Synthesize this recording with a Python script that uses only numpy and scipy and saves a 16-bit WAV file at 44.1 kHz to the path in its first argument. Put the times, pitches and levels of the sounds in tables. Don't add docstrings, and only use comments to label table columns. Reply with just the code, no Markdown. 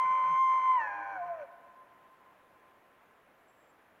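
import sys
import numpy as np
from scipy import signal
from scipy.fft import rfft, irfft, next_fast_len
from scipy.io import wavfile
from scipy.ndimage import uniform_filter1d, map_coordinates

SR = 44100
rng = np.random.default_rng(int(sys.argv[2]) if len(sys.argv) > 2 else 0)


def volts(x):
    e = np.asarray(x, float) / 20
    return 10 ** e


def pcm_store(signal):
    levels = np.round(np.clip(np.atleast_2d(signal), -1, 1) * 32767)
    wavfile.write(sys.argv[1], SR, levels.astype(np.int16).T)


N = 176400
LEAD_S = 2
M = N + LEAD_S * SR
T = np.arange(M) / SR - LEAD_S


def unit(x):
    return x / np.sqrt(np.mean(x ** 2) + 1e-20)


def along(points, hz):
    f, v = np.transpose(points)
    return np.interp(np.log(hz + 1), np.log(f + 1), v)


def curves(rows):
    s, *cols = np.transpose(rows)
    return [uniform_filter1d(np.interp(T, s, c), size=881) for c in cols]


def wobble(rate):
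    knots = rng.standard_normal(int(M * rate / SR) + 4)
    return map_coordinates(knots, [np.arange(M) * rate / SR])


def filtered(x, response):
    m = next_fast_len(len(x) + SR // 2)
    return irfft(rfft(x, m) * response(np.fft.rfftfreq(m, 1 / SR)), m)[:len(x)]


def turns(hz):
    return 2 * np.pi * np.cumsum(hz) / SR


# time in seconds, whistle, octave and rasp levels in dB.
CALL_LEVELS = [(0, -26, -48.5, -47.5), (.24, -28, -53, -46), (.37, -26.5, -46.5, -48),
               (.42, -24.5, -47, -60.5), (.47, -26.5, -45, -58), (.52, -24.5, -45.5, -46),
               (.6, -27.5, -48.5, -49), (.68, -25.5, -47, -48), (.775, -25.5, -49, -49.5),
               (.81, -36.5, -35, -43), (.87, -44.5, -42.5, -47), (1.12, -44, -51.5, -49),
               (1.17, -42, -42.5, -51.5), (1.215, -35.5, -71, -57.5), (1.275, -43.5, -73.5, -50.5),
               (1.31, -33.5, -67, -58), (1.375, -47, -61.5, -55.5), (1.43, -41, -78, -52)]
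# time in seconds, pitch in Hz.
WHISTLE_PITCH = [(0, 1038), (.25, 1036), (.42, 1051), (.52, 1043), (.68, 1037), (.745, 1025), (.775, 990),
                 (.8, 920), (.835, 865), (.915, 806), (.95, 818), (1.04, 796), (1.12, 789), (1.165, 757),
                 (1.215, 690), (1.27, 712), (1.37, 652), (1.46, 530)]
# time in seconds, flap rate in Hz, jitter as a share of the rate,
# breath share 0-1, depth of the swing on every second flap.
FOLD_MOTION = [
    (0, 98, .2, .7, .1),
    (.35, 98, .15, .65, .1),
    (.5, 101, .015, .35, .45),
    (.74, 101, .015, .4, .45),
    (.8, 102, .025, .8, .2),
    (1.15, 103, .025, .75, .1),
    (1.25, 105, .08, .8, .05),
]
HELD_HZ = 1042


def bugle():
    whistle_db, octave_db, rasp_db = curves(CALL_LEVELS)
    rate, jitter, airy, second = curves(FOLD_MOTION)
    tremble = 2.5 * wobble(60) * np.clip((T - .75) / 0.28, 0, 1)
    pitch = curves(WHISTLE_PITCH)[0] + 1.373 * wobble(24.92) + tremble
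    phase = turns(pitch)
    flap = turns(rate * (1 + jitter * wobble(70)))

    clean = whistle(phase, whistle_db, octave_db) + overtones(phase, pitch, octave_db)
    clean += fold_sidebands(phase, flap, pitch, rate, octave_db, rasp_db)
    hum = volts(-76) * np.sin(turns(rate)) * np.clip((T - .73) / .04, 0, 1)
    rough = volts(rasp_db + .6 * wobble(11)) * rasp(phase, flap, airy, second)

    end_s, release_s = 1.4424, 0.014
    breath = 1 / (1 + np.exp(np.clip((T - end_s) / release_s * 2, -50, 50)))
    return breath * (np.sqrt(2) * (clean + hum) + rough)


def whistle(phase, whistle_db, octave_db):
    first = volts(whistle_db + 0.3 * wobble(20)) * np.sin(phase)
    octave = volts(octave_db + 1.3 * wobble(21.85)) * np.sin(2 * phase)
    return first + octave


# multiple of the pitch, level in dB on the held note,
# loss in dB per Hz of pitch drop, share 0-1 of the octave's swings.
OVERTONES = [(3, -61, .005, .45), (4, -80, .06, .4), (5, -80, .25, .7), (6, -71.5, .4, .7),
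             (7, -93, .4, .9)]


def overtones(phase, pitch, octave_db):
    total = np.zeros(M)
    for k, db, sag_db, with_octave in OVERTONES:
        sag = np.maximum(sag_db * (pitch - HELD_HZ), -25)
        swing = with_octave * (octave_db + 47.5)
        total += volts(db + sag + swing + 0.95 * wobble(16)) * np.sin(round(k) * phase)
    return total


def fold_sidebands(phase, flap, pitch, rate, octave_db, rasp_db):
    branch_hz, branch_width_hz = 935, 85
    total = np.zeros(M)
    for side in (-1, 1):
        near = 1 / (1 + ((pitch + side * rate - branch_hz) / branch_width_hz) ** 2)
        total += near * volts(rasp_db - 3 + 2.5 * wobble(21)) * np.sin(phase + side * flap)

    slide = np.clip((HELD_HZ - pitch) / 150, .25, 1)
    octave_pair = np.sin(2 * phase + flap) + 0.5 * np.sin(2 * phase - flap)
    total += .33 * slide * volts(octave_db + 2.5 * wobble(25)) * octave_pair
    total += .6 * volts(rasp_db - 17.5 + 2.2 * wobble(26)) * np.sin(3 * phase - flap)
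    return total


def rasp(phase, flap, airy, second):
    sharpness, carrier_tilt, fold_share = 6, 0.52, .35
    pulse = np.exp(sharpness * (np.cos(flap) - 1)) * (1 + second * np.cos(flap / 2))
    carrier = sum(np.cos(k * phase) / k ** carrier_tilt for k in range(1, 8))
    chopped = unit((pulse - uniform_filter1d(pulse, size=1764)) * (carrier + fold_share))
    air = unit((pulse + 0.9) * rng.standard_normal(M))
    rough = filtered(np.sqrt(1 - airy) * chopped + np.sqrt(airy) * air, throat)
    return rough / np.sqrt(uniform_filter1d(rough ** 2, size=4410) + 1e-9)


# centre in Hz, width in Hz, level in dB.
THROAT_MODES = [(305, 13, -9.5), (562, 32, 6), (702, 40, 0), (973, 41, 5), (1214, 120, -1), (1499, 15, 12),
                (1785, 73, -4), (2304, 100, -1), (3280, 83, -17)]
# centre in Hz, width in Hz, level in dB.
MOUTH_MODES = [(3800, 250, -35), (4240, 570, -28), (5570, 320, -29), (6220, 660, -28)]


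def throat(f):
    def resonance(centre, width):
        return 1j * f * width / (centre * centre - f * f + 1j * f * width)

    low = sum((-1) ** k * volts(db) * resonance(c, w) for k, (c, w, db) in enumerate(THROAT_MODES))
    high = sum((-1) ** k * volts(db) * resonance(c, w) ** 2 for k, (c, w, db) in enumerate(MOUTH_MODES))
    return low / (1 + (f / 3300) ** 12) + high


# middle in seconds, frequency in Hz, level in dB, length in seconds.
CHEST_SWELLS = [
    (0.06, 160, -64, 0.063),
    (.11, 157, -63, 0.054),
    (0.258, 168, -64.5, 0.12),
    (0.319, 164, -55, 0.075),
    (0.614, 150, -76, 0.37),
    (.83, 312, -74, 0.14),
    (0.994, 312, -59.5, .14),
    (1.153, 310, -60.5, 0.067),
    (1.261, 165, -71, 0.23),
]


def chest():
    total = np.zeros(M)
    for s, hz, db, length in CHEST_SWELLS:
        swell = np.exp(-8 * ((T - s) / length) ** 2)
        total += np.sqrt(2) * volts(db) * swell * np.sin(2 * np.pi * hz * T)
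    return total


# frequency in Hz, level in dB.
ECHO_COLOUR = [(200, -7), (600, -5), (800, -2.5), (1040, 1.5), (2000, -1), (4000, -11.5), (8000, -27.5)]


def woods(x):
    t = np.arange(5 * SR) / SR
    echo = np.zeros(len(t))
    for t60, db, build_s in [(.6, -19, .02), (1.6, -12, .08), (5.5, -28, .3)]:
        shape = volts(-60 * t / t60) * np.clip(t / build_s, 0, 1) ** 2
        echo += volts(db) * unit(shape * rng.standard_normal(len(t))) / np.sqrt(len(t))
    return filtered(signal.fftconvolve(x, echo)[:M], lambda hz: volts(along(ECHO_COLOUR, hz)))


def bird():
    start_s, length_s, rate_hz = 3.472, .255, 37
    u = (T - start_s) / length_s
    zigzag = signal.sawtooth(2 * np.pi * rate_hz * (T - start_s - .034), width=.35)
    swing = np.where(u < .13, 1 - u * 15, zigzag)
    pitch = 7650 - 200 * np.clip(u, 0, 1) + 240 * swing
    fade = np.clip(np.minimum(u, 1 - u) * 15, 0, 1)
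    return volts(-81 + 2.5 * wobble(40)) * fade * np.sin(turns(pitch))


def rush(spectrum, patchy_db):
    z = signal.stft(rng.standard_normal(M), nperseg=512)[2]
    field = uniform_filter1d(rng.standard_normal(z.shape), size=5, axis=0)
    field = uniform_filter1d(field, size=12, axis=1)
    x = signal.istft(z * volts(patchy_db * unit(field)), nperseg=512)[1][:M]
    return unit(filtered(x, lambda hz: volts(along(spectrum, hz))))


# frequency in Hz, level in dB per Hz.
MURMUR_COLOUR = [(25, -17), (250, -5.5), (600, -1.5), (1100, -3.5), (1800, -6.5), (3000, -17.5),
                 (4500, -29), (8500, -36)]


def murmur():
    return volts(-64) * rush(MURMUR_COLOUR, patchy_db=.9)


# frequency in Hz, level in dB per Hz.
HISS_COLOUR = [(3000, -25), (7000, -8), (8800, -12.5), (10000, -3.5), (13000, -3.5), (15500, -5.5)]


def hiss():
    return volts(-82) * rush(HISS_COLOUR, patchy_db=-2.5)


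def scene():
    elk = bugle() + chest()
    mix = elk + woods(elk) + bird() + murmur() + hiss()
    return mix[None, -N:]


def roll_off(x):
    return signal.sosfilt(signal.butter(12, 15750, fs=SR, output="sos"), x)


def record(dry):
    return roll_off(dry)


dry = scene()
out = record(dry)
pcm_store(out)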